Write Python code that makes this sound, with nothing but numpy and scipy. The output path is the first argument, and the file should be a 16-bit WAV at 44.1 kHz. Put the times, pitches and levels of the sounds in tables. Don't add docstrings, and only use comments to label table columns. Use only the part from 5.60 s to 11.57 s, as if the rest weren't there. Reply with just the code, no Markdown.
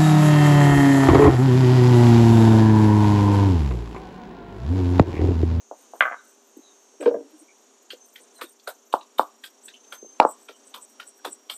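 import sys
import numpy as np
from scipy import signal
from scipy.fft import rfft, irfft, next_fast_len
from scipy.io import wavfile
from scipy.ndimage import map_coordinates

SR = 44100
rng = np.random.default_rng(int(sys.argv[2]) if len(sys.argv) > 2 else 0)


def log_audio(samples):
    frames = np.atleast_2d(samples).T
    limited = np.clip(frames, -1, 1)
    pcm = np.round(limited * 32767).astype(np.int16)
    wavfile.write(sys.argv[1], SR, pcm)


def voltage_ratio(level):
    return 10 ** (np.asarray(level, float) / 20)


N = 263409

# peak_s, length_s, crackle_db, fizz_db
PEELS = [(0.211, 0.1, -54.5, -66.5), (0.407, 0.18, -53.5, -59), (0.686, 0.19, -55, -72.5),
         (0.907, .06, -64.5, -83), (0.974, 0.041, -58, -65), (1.119, 0.038, -80, -88),
         (1.416, 0.03, -39, -66.5), (1.449, 0.061, -50.5, -77), (1.542, 0.033, -83.5, -72),
         (1.71, 0.037, -83, -68), (1.801, 0.075, -48, -67), (1.943, 0.041, -71, -80),
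         (2.226, 0.029, -73, -72.5), (2.475, 0.096, -53, -67), (2.547, 0.056, -56, -62),
         (2.63, 0.057, -49.5, -78.5), (2.78, 0.096, -48, -68), (2.906, 0.09, -52.5, -68),
         (3.048, 0.078, -61, -71.5), (4.064, 0.078, -38.5, -59.5), (4.705, 0.09, -34.5, -57),
         (4.835, 0.1374, -54, -69), (4.984, 0.086, -56, -79.5), (5.079, 0.067, -45, -68),
         (5.233, 0.048, -38, -75), (5.313, 0.075, -53.5, -72), (5.488, 0.056, -39, -73.5),
         (5.58, 0.063, -55.5, -73.5), (5.727, 0.067, -35.5, -69.5), (5.967, 0.092, -36.5, -62)]
# start_s, peak_db, centre_hz, squash_db, fizz_db
STROKES = [(1.4094, -35, 2600, 7, -35), (1.4286, -31, 2360, 7, -24), (1.4589, -25.5, 2540, -2, -37.5),
           (2.3058, -21.5, 3270, -3.5, -20), (2.5587, -32, 3040, 5, -14), (2.8135, -22, 2740, 6, -8),
           (2.9973, -46, 4230, -9, -19), (3.0754, -26, 4070, 13.5, -2), (3.3274, -24.5, 3300, 4.5, -8.5),
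           (3.4112, -40, 3480, 3, -28), (3.585, -22, 3740, 4.5, -7.5), (3.839, -22, 3275, -2, -10.5),
           (4.0836, -31, 3600, 1.5, -36), (4.2443, -49.5, 3330, -20.5, -13.5),
           (4.324, -26.5, 2950, 9.5, -7.5), (4.5465, -56.5, 2380, 2, -15), (4.6004, -22, 2260, 2.5, -25),
           (4.8871, -29.5, 2660, 4.5, -20.5), (5.1425, -24.5, 3370, 0.5, -11), (5.4005, -27, 2700, 8, -22),
           (5.6491, -22, 3580, 10.5, -8), (5.8992, -17.5, 3190, 0, -12)]


def unit(x):
    return x / np.sqrt(np.mean(x ** 2) + 1e-20)


def curves(rows):
    s, *cols = np.transpose(rows)
    return [np.interp(np.arange(N) / SR, s, c) for c in cols]


def wobble(rate):
    knots = rng.standard_normal(int(N * rate / SR) + 4)
    return map_coordinates(knots, [np.arange(N) * rate / SR])


def filtered(x, response):
    m = next_fast_len(len(x) + 8192)
    return irfft(rfft(x, m) * response(np.fft.rfftfreq(m, 1 / SR)), m)[:len(x)]


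def mode(f, hz, width):
    return 1j * f * width / (hz * hz - f * f + 1j * f * width)


def modal_sum(f, modes, gains):
    return sum((-1) ** k * gains[k] * mode(f, hz, width) for k, (hz, width, _) in enumerate(modes))


def add(track, s, sound):
    part = track[round(s * SR):][:len(sound)]
    part += sound[:len(part)]


def roomed(sound, wet_db, t60):
    t = np.arange(len(sound)) / SR
    noise = rng.standard_normal(len(t))
    low = filtered(noise, lambda f: 1 / (1 + (f / 2200) ** 4))
    decay = voltage_ratio(-60 * t / t60)
    tail = low * decay + (noise - low) * voltage_ratio(-60 * t / (0.98 * t60))
    tail = tail * (1 - np.exp(-t / 0.0015))
    return sound + voltage_ratio(wet_db) * signal.fftconvolve(sound, tail / np.linalg.norm(decay))[:len(t)]


def grit(size, spiky_db):
    noise = rng.standard_normal(size)
    grains = rng.standard_normal(size // 8 + 1).repeat(8)[:size]
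    return unit(noise * voltage_ratio(np.clip(spiky_db, 0, 7) * grains))


def room_tone():
    # pitch_hz, level_db (per Hz)
    air_spectrum = [(125, -9.5), (160, -30.5), (229, -2.5), (317, -5), (449, -5), (950, -8.5), (2090, -19),
                    (3130, -16.5), (5260, -20.5), (6300, -15), (7200, -14.5), (9000, -21), (11000, -30),
                    (13500, -32.5), (14800, -45.5)]
    # pitch_hz, level_db
    hum_tones = [(401, -65.5), (287, -79)]
    air_hz, air_db = np.transpose(air_spectrum)
    noise = rng.standard_normal(N) * voltage_ratio(1.1 * wobble(10.0))
    air = filtered(noise, lambda f: voltage_ratio(np.interp(np.log(f + 1), np.log(air_hz), air_db)))
    t = np.arange(N) / SR
    hum = np.zeros(N)
    for hz, db in hum_tones:
        hum += voltage_ratio(db - 1.5 + 1.3 * wobble(8.9)) * np.sin(2 * np.pi * hz * t + 0.51 * wobble(1.1))
    return voltage_ratio(-59.5) * unit(air) + hum


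def insect():
    # start_s, tenth_overtone_db, lean_db (of its neighbours towards the lower one)
    song = [(0.05, -64.5, 3), (.5, -69, 8), (.7, -62, 11), (.95, -76, -1), (1.4, -69, 9), (1.85, -76, 2),
            (2.38, -65.5, -5), (2.43, -51, 1), (2.49, -65.5, 0), (2.9, -69.5, 1.5), (3.13, -63.5, -1),
            (3.8, -75.5, 1), (4.2, -58.5, 3), (4.46, -48.5, 0.5), (4.56, -55.5, 2), (4.63, -69, 4),
            (5.1, -64.5, 3.5), (5.6, -73, 6.5)]
    # start_s, four_click_db, two_click_db
    unevenness = [(0, -71, -79), (.7, -74, -79.5), (1.1, -71, -75), (1.72, -82, -77), (1.85, -78, -71.5),
                  (2.2, -100, -71.5), (2.5, -100, -102)]
    # pitch_hz, level_db
    wing = [(5300, -9.5), (5800, -5.5), (6100, 2), (6450, 1), (6750, -2.5), (7050, -3.5), (7500, -16)]
    # start_s, rate_hz
    click_rate = [(0, 624.6), (1, 624.5), (1.9, 623.6), (3, 625.4), (4.45, 627.8), (5.5, 628.7), (6, 628.8)]
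    # centre_s, length_s, multiple (of the click rate), level_db
    standouts = [(.25, .5, 10.75, 5), (1.2, .55, 10.25, 9), (1.88, .22, 9.5, 6), (.05, .2, 9.5, 8),
                 (.9, .9, 11.25, 3)]
    t = np.arange(N) / SR
    tenth_db, lean_db = curves(song)
    flank_db, = curves([(0.98, -79), (1.96, -70)])
    ninth_db, eleventh_db = flank_db + lean_db, flank_db - lean_db
    four_db, two_db = curves(unevenness)
    depth, = curves([(1.75, .12), (1.9, .72)])
    depth = np.clip(depth - .022 * np.maximum(tenth_db + 63, 0), 0, .9)
    calm, = curves([(4.7, .85), (5.1, .25)])
    rate = curves(click_rate)[0]
    phase = 2 * np.pi * np.cumsum(rate + 0.24 * wobble(4.4)) / SR
    beat = 2 * np.pi * np.cumsum(27 + 1.2 * wobble(2.5)) / SR
    phase = phase + .11 * depth * np.sin(beat)

    def line(order, db):
        return voltage_ratio(db + wobble(6)) * np.sqrt(2) * np.sin(order * phase + rng.uniform(0, 2 * np.pi))

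    def throb(share, lag):
        swing = share * depth
        return (1 + swing * np.sin(beat - lag)) / np.sqrt(1 + swing ** 2 / 2)

    out = line(9, ninth_db) * throb(calm, 1.2)
    out = out + line(10, tenth_db) * throb(.95, 1.6)
    out = out + line(11, eleventh_db) * throb(.9, 2.0)
    out = out + line(12, eleventh_db - 8) * throb(1.1, .8)
    wing_hz, wing_db = np.transpose(wing)
    for quarter in range(35, 48):
        if quarter % 4 == 0:
            continue
        colour_db = np.interp(quarter / 4 * rate[0], wing_hz, wing_db)
        for s, length, order, db in standouts:
            if order == quarter / 4:
                colour_db = colour_db + db * np.exp(-(2 * (t - s) / length) ** 4)
        uneven_db = four_db if quarter % 2 else two_db
        out = out + line(quarter / 4, colour_db + 2 * wobble(3) + uneven_db)
    return out


def stickiness():
    t = np.arange(N) / SR
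    rest_db, spray_db = np.array([[-76], [-82]]), np.array([[-6.5], [-11]])
    gains = voltage_ratio(rest_db + np.array([3 * wobble(3.9), 5 * wobble(16)]))
    for s, length, crackle_db, fizz_db in PEELS:
        fall_db = 20 * (2 * (t - s) / length) ** 2
        gains = gains + voltage_ratio(np.array([[crackle_db], [fizz_db]]) - fall_db)
    for s, db, _, _, fizz_db in STROKES:
        u = np.maximum(t - s, 0)
        spray = (1 - np.exp(-u / 0.018)) * voltage_ratio(db + fizz_db - 60 * u / 0.15)
        gains = gains + voltage_ratio(spray_db) * spray
    return gains


def sticky():
    low_shares = [.3, .3, 0.55, 0.57, 0.77, 0.61, 0.72, .5, .5, 0.46, 0.24, 0.42, .5, .3, 0.69, .4, 0.19,
                  0.17, .5, .6, .75, 0.77, 0.71, 0.62, 0.67, 0.51, 0.61, 0.55, 0.65, .6]
    crackle_gain, fizz_gain = stickiness()
    bits = grit(N, 4.5) * voltage_ratio(2.2 * wobble(150))
    lean = curves([(row[0], share) for row, share in zip(PEELS, low_shares)])[0]
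    lean = np.clip(lean, 0, 1)

    def zone(hz):
        return unit(filtered(bits, lambda f: mode(f, hz, 380) * mode(f, 8300, 1900) ** 3))

    low, high = zone(7850), zone(8800)
    fine = grit(N, 3) * voltage_ratio(9 * np.tanh(2 * wobble(220) + .5))
    fizz = unit(filtered(fine, lambda f: mode(f, 13300, 2300) ** 3))
    return voltage_ratio(-4.0) * crackle_gain * (lean * low + (1 - lean) * high) + fizz_gain * fizz


def thump(pitch_hz, cycles, t, order):
    u = t * pitch_hz / cycles
    push = -np.sin(2 * np.pi * pitch_hz * t) * (u * np.exp(1 - u)) ** 3
    top_hz = max(1480, 1.5 * pitch_hz)
    push = signal.sosfilt(signal.butter(5, top_hz, fs=SR, output="sos"), push)
    return filtered(push, lambda f: (1j * f / (270 + 1j * f)) ** order)


def thumps():
    # start_s, peak_db, pitch_hz, cycles, room_db
    dull_blows = [(0.11, -28.5, 620, 0.61, 0), (0.333, -32.5, 607, 0.53, 0.5), (0.353, -43, 710, 0.28, 4.5),
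                  (0.964, -35.5, 296, 0.98, -6), (0.984, -39.5, 292, 1.36, -19.5),
                  (1.337, -50, 419, 0.56, 0), (1.395, -33, 306, 1.5, 1), (1.715, -49, 305, 5.1, 0.5),
                  (1.804, -46.5, 306, 4.5, -2), (2.329, -37, 444, 1.1, -2), (2.598, -58.5, 413, 0.6, 12.5),
                  (2.787, -46.5, 1200, 0.33, 13), (2.816, -31.5, 1260, 1.27, -6),
                  (2.815, -33.5, 473, 0.95, -1.5), (2.831, -38.5, 316, 1.9, -7), (3.074, -31, 594, 1.22, 1),
                  (3.1, -44, 800, 0.88, 2), (4.424, -32.5, 313, 0.67, -6), (4.443, -41.5, 450, 0.72, -7.5),
                  (4.457, -46.5, 400, 0.8, -6.5), (4.891, -36.5, 450, 0.54, -1),
                  (5.142, -37, 1100, 1.24, 3), (5.17, -52.5, 990, 6, 1), (5.165, -53, 522, 3.1, -7),
                  (5.648, -29, 734, 1.1, -2.5), (5.657, -27.5, 474, 0.64, -13),
                  (5.671, -33.5, 330, 0.68, 1.5), (4.328, -45.5, 600, 0.77, 4.5),
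                  (5.9, -41, 763, 0.42, 2.5)]
    # start_s, peak_db, pitch_hz, cycles, room_db
    wood_blows = [
        (3.3386, -3.5, 849, 0.72, -9),
        (3.5945, 0, 870, 0.63, -11),
        (4.5996, 6, 810, 0.9, -11),
        (4.617, -8.5, 900, 0.63, 2.5),
        (4.65, -1, 705, 0.51, -9.5),
    ]
    # pitch_hz, width_hz, level_db
    bowl_modes = [(301, 18, -6), (400, 30, -14), (544, 24, -9), (605, 24, -12), (670, 24, -7),
                  (765, 26, -8), (856, 26, -4), (985, 14, -12), (1105, 16, -5), (1205, 10, -9)]
    # delay_s, level_db
    reflections = [(.0022, -13), (.0045, -34.5), (.0095, -29), (.017, -20.5), (.025, -28), (.038, -30)]
    out, t = np.zeros(N), np.arange(SR // 3) / SR
    for s, db, pitch_hz, cycles, wet_db in dull_blows:
        t60 = max(.04, 0.12 + .004 * wet_db)
        add(out, s + 0.0016, voltage_ratio(db + 8.5) * roomed(thump(pitch_hz, cycles, t, order=3), wet_db, t60))
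    t60 = 0.15
    bowl_gains = [voltage_ratio(db + 6.5) for _, _, db in bowl_modes]
    for s, db, pitch_hz, cycles, wet_db in wood_blows:
        push = -thump(pitch_hz, cycles, t, order=1)
        air = roomed(filtered(push, lambda f: mode(f, 1160, 110)), 4.9, 0.3)
        walls = filtered(push, lambda f: sum(voltage_ratio(g) * np.exp(-2j * np.pi * f * d) for d, g in reflections))
        ring = filtered(push, lambda f: modal_sum(f, bowl_modes, bowl_gains))
        blow = roomed(push, wet_db, t60) + walls + voltage_ratio(-19) * air + voltage_ratio(-6.5) * roomed(ring, -4, t60)
        add(out, s - .0003, voltage_ratio(db + 3) * blow)
    return out


def rattle(hits, modes, dull_hz, top_hz, scuff, wet_db, t60, linger):
    out, t = np.zeros(N), np.arange(SR // 3) / SR
    linger_hz, linger_width_hz, linger_db, linger_t60 = linger
    for s, db, bright_db, spot_hz in hits:
        soft = signal.butter(6, top_hz * voltage_ratio(.13 * min(bright_db, 0)), fs=SR, output="sos")
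        blow = signal.sosfilt(soft, np.abs(rng.standard_normal(len(t))) * np.exp(-t / scuff))
        gains = []
        for hz, _, mode_db in modes:
            near_db = 7 * np.exp(-(np.log2(hz / spot_hz) / .2) ** 2)
            tilt_db = bright_db * max(0, np.log2(hz / dull_hz))
            gains.append(voltage_ratio(mode_db + near_db + rng.normal(0, 1.5) + tilt_db))
        ring = filtered(blow, lambda f: modal_sum(f, modes, gains))
        ring = ring / np.abs(ring).max()
        hollow = filtered(ring, lambda f: mode(f, linger_hz, linger_width_hz))
        tail = voltage_ratio(linger_db) * roomed(hollow, 7.9, linger_t60)
        add(out, s, voltage_ratio(db) * (roomed(ring, wet_db, t60) + tail))
    return out


def spoon():
    # start_s, peak_db, brightness_db, favoured_hz
    bounces = [(0.4066, 0, 5.5, 1600), (0.4135, -13.5, -13, 1530), (0.4225, -8, -5, 1220),
               (0.434, -12.5, -9, 2040), (0.439, -24, 0, 2040), (0.4527, -13.5, -21, 1500),
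               (0.459, -15.5, -24, 1200), (0.467, -15.5, -11, 1300), (0.476, -20, -20, 1500),
               (0.483, -22.5, -12, 1300), (0.498, -25, -28, 1200), (0.507, -36, -31, 1150),
               (0.512, -23, -42, 700), (0.5205, -20.5, -24, 1900), (0.524, -37, -28, 1540),
               (0.528, -20.5, -23, 1000), (0.534, -31, -24, 1300), (0.541, -24, -20, 900),
               (0.564, -42, -22, 1400)]
    # pitch_hz, width_hz, level_db
    spoon_modes = [(330, 80, -27), (481, 48, -7.5), (720, 160, -1), (965, 60, -4), (1166, 97, 4),
                   (1344, 200, 0.5), (1530, 95, 6), (1758, 180, -2.5), (2040, 68, 7.5), (2443, 350, -5),
                   (2900, 300, -5.5), (3300, 640, -12), (3800, 338, -18)]
    return rattle(bounces, spoon_modes, dull_hz=1530, top_hz=4100, scuff=.00005, wet_db=-4.5, t60=0.13,
                  linger=(1448, 299, -18, 0.42))


def squeaks():
    # start_s, length_s, start_hz, end_hz, level_db
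    glides = [
        (.55, .07, 3900, 3800, -65),
        (1.0, .15, 4050, 3650, -60),
        (1.87, .07, 2280, 2330, -59),
        (2.74, .08, 4300, 3800, -59),
        (2.83, .09, 3700, 3650, -59),
        (3.35, .12, 3950, 3750, -60),
        (4.92, .07, 3050, 3000, -61),
        (5.57, .05, 1560, 1540, -62),
    ]
    out = np.zeros(N)
    for s, length, start_hz, end_hz, db in glides:
        size = int(length * SR)
        envelope = np.hanning(size) * (wobble(350)[:size] + 0.47)
        phase = 2 * np.pi * np.cumsum(np.linspace(start_hz, end_hz, size)) / SR
        add(out, s, voltage_ratio(db + 2.5) * envelope * np.sin(phase))
    return out


def board():
    # start_s, peak_db, brightness_db, favoured_hz
    rocking = [(1.403, -34, -12.5, 330), (1.41, -24.5, -6.5, 564.5), (1.424, -24, 1.5, 330),
               (1.435, -29, 6, 611), (1.458, -8.5, 0, 400), (1.4625, -12.5, 3, 467),
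               (1.4745, -14, -13, 470), (1.479, -13, -13.5, 470), (1.497, -28.5, -11, 471.2),
               (1.512, -18, -5.5, 470), (1.542, -18.5, -2, 610), (1.551, -21.5, -6, 610),
               (1.561, -27.5, -3, 400), (1.585, -38, 0, 480), (1.604, -32.5, -6, 400),
               (1.629, -45, -2, 456)]
    # pitch_hz, width_hz, level_db
    board_modes = [(113.7, 18, -7.5), (266.4, 37, -9), (330, 140, -9.5), (400, 59.6, -6.5), (475, 34, 3.5),
                   (610, 59, -4.5), (745, 37, -10.5), (980, 106, -13), (1200, 200, -23), (1600, 76, -12),
                   (2530, 300, -55.5)]
    return rattle(rocking, board_modes, dull_hz=573, top_hz=2244, scuff=0.0003, wet_db=-3.0, t60=0.12,
                  linger=(285.5, 42.5, -6, 0.37))


def crush():
    # start_s, peak_db, centre_hz, squash_db, fizz_db
    hard_grains = [
        (4.141, -30, 3015, -24.5, -21),
    ]
    # start_s, squash_hz, low_hz, middle_hz, high_hz
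    paste_cavities = [(1.4083, 1550, 2540, 2780, 3600), (1.4286, 1130, 2380, 3280, 3600),
                      (1.4589, 944, 2310, 3000, 3800), (2.3052, 1550, 2840, 3110, 4250),
                      (2.5596, 1920, 2400, 3204, 3450), (2.815, 1470, 2490, 3460, 3900),
                      (2.9966, 1130, 2770, 3380, 4460), (3.0764, 1420, 2360, 3440, 3820),
                      (3.3273, 1110, 2960, 3150, 3600), (3.4114, 940, 2750, 2800, 3960),
                      (3.5845, 1180, 2335, 3010, 3620), (3.8395, 1500, 2575, 3260, 3650),
                      (4.0835, 1744, 2680, 3440, 3800), (4.2443, 1226, 2540, 3190, 3760),
                      (4.3237, 1453, 2320, 3290, 3340), (4.5461, 1070, 2570, 3140, 4070),
                      (4.6005, 962, 2380, 2850, 4020), (4.8871, 1290, 2430, 3240, 3660),
                      (5.1419, 1117, 2450, 3190, 3530), (5.3992, 1443, 2844, 3026, 3690),
                      (5.6501, 1170, 2520, 3435, 3570), (5.8984, 1200, 2310, 3160, 3470)]
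    lead_s, sink_s = .008, 0.0042
    out, t = np.zeros(N), np.arange(SR // 5) / SR
    strokes = [(*row, .52, own[1:]) for row, own in zip(STROKES, paste_cavities)]
    strokes += [(*row, 0.22, [row[2]] * 2) for row in hard_grains]

    v = np.maximum(t - lead_s, 0)
    lead = voltage_ratio(-23) * np.exp(-np.abs(t - lead_s) / 0.0035)
    bite = 0.54 * (v / sink_s * np.exp(1 - v / sink_s)) ** 2.5
    shape = lead + bite + 0.048 * (1 - np.exp(-v / .002)) * voltage_ratio(-60 * v / 0.097)
    settling = voltage_ratio(-14.5) * (1 - np.exp(-v / 0.0055)) * np.exp(-(v / 0.04) ** 3)
    u = np.maximum(v - sink_s / 2, 0)

    def bowl(f):
        return 1 / (1 + (f / 5300) ** 12)

    def cavities(f, hz, spread, chance):
        return sum(mode(f, c, .02 * c) for c in np.r_[hz, hz * 2 ** (spread * chance)])

    def pop(hz):
        return np.sin(2 * np.pi * hz * u) * voltage_ratio(-60 * u / 0.015) * (1 - np.exp(-u / 0.0013))

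    for s, db, centre_hz, squash_db, fizz_db, breadth, (squash_hz, *pockets_hz) in strokes:
        chance = rng.standard_normal((2, 12))

        def body_response(f):
            own = sum(voltage_ratio(8.5) * mode(f, hz, 0.049 * hz) for hz in pockets_hz)
            ringing = cavities(f, centre_hz, breadth, chance[0]) + .4 + own
            return ringing * mode(f, centre_hz, 1.4 * breadth * centre_hz) ** 2 * bowl(f)

        def squash_response(f):
            own = 0.43 * mode(f, squash_hz, .12 * squash_hz)
            ringing = cavities(f, squash_hz, 0.33, chance[1, :5]) + own + 0.42
            return ringing * mode(f, squash_hz, 900)

        body = unit(filtered(grit(len(t), 5.5), body_response))
        squash = unit(filtered(grit(len(t), 1.3), squash_response))
        fizz = filtered(grit(len(t), 1.5), lambda f: mode(f, 8500, 2800) ** 2 - 0.5 * mode(f, 13100, 2200) ** 2)
        trickle = unit(filtered(grit(len(t), 9.6), lambda f: mode(f, 5400, 4800) ** 2 * bowl(f)))
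        burst = (shape + settling) * (body + voltage_ratio(squash_db - 5.0) * squash)
        burst = burst + (0.47 * shape + 1.87 * settling) * voltage_ratio(fizz_db) * unit(fizz)
        pops = sum(abs(mode(hz, centre_hz, breadth * centre_hz)) * pop(hz) for hz in pockets_hz)
        pops = pops + voltage_ratio(squash_db - 0.5) * pop(squash_hz)
        burst = burst + voltage_ratio(-9) * pops + 1.2 * breadth * settling * trickle
        burst = filtered(burst, lambda f: 1 - 0.46 * mode(f, 2150, 68))
        add(out, s - lead_s - .003, voltage_ratio(db - 9.0) * roomed(burst, wet_db=-15.5, t60=0.19))
    return out


def snaps():
    # start_s, peak_db
    wet_snaps = [(2.3629, -59), (2.5225, -55), (2.5355, -47), (2.5491, -41), (2.6781, -62.5),
                 (2.744, -61.5), (2.7639, -47), (2.9989, -65.5), (3.3834, -67), (3.4883, -62),
                 (3.5297, -58.5), (3.5806, -30), (3.5861, -26.5), (4.0291, -49.5), (4.0575, -47.5),
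                 (4.3051, -49), (4.4631, -53), (4.6891, -62.5), (5.2932, -62)]
    out, t = np.zeros(N), np.arange(SR // 50) / SR
    for s, db in wet_snaps:
        noise = rng.standard_normal(len(t)) * voltage_ratio(-60 * t / 0.0068)
        tick = filtered(noise, lambda f: mode(f, 13200, 2200) ** 2)
        add(out, s, voltage_ratio(db - 4.5) * tick / np.abs(tick).max())
    return out


def scene():
    background = room_tone() + insect()
    handling = spoon() + squeaks() + board()
    pounding = sticky() + thumps() + crush() + snaps()
    return (background + handling + pounding)[None]


def roll_off(x):
    return signal.sosfilt(signal.butter(12, 14990, fs=SR, output="sos"), x)


def record(dry):
    x = signal.sosfilt(signal.butter(9, 205, "high", fs=SR, output="sos"), dry)
    leak = signal.sosfilt(signal.butter(2, [100, 150], "band", fs=SR, output="sos"), dry)
    x = x + voltage_ratio(-26) * leak
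    x = signal.sosfilt(signal.butter(26, 14250, fs=SR, output="sos"), x)
    x = x / (1 + np.abs(x) ** 30) ** (1 / 30)
    return roll_off(x)


dry = scene()
out = record(dry)
log_audio(out)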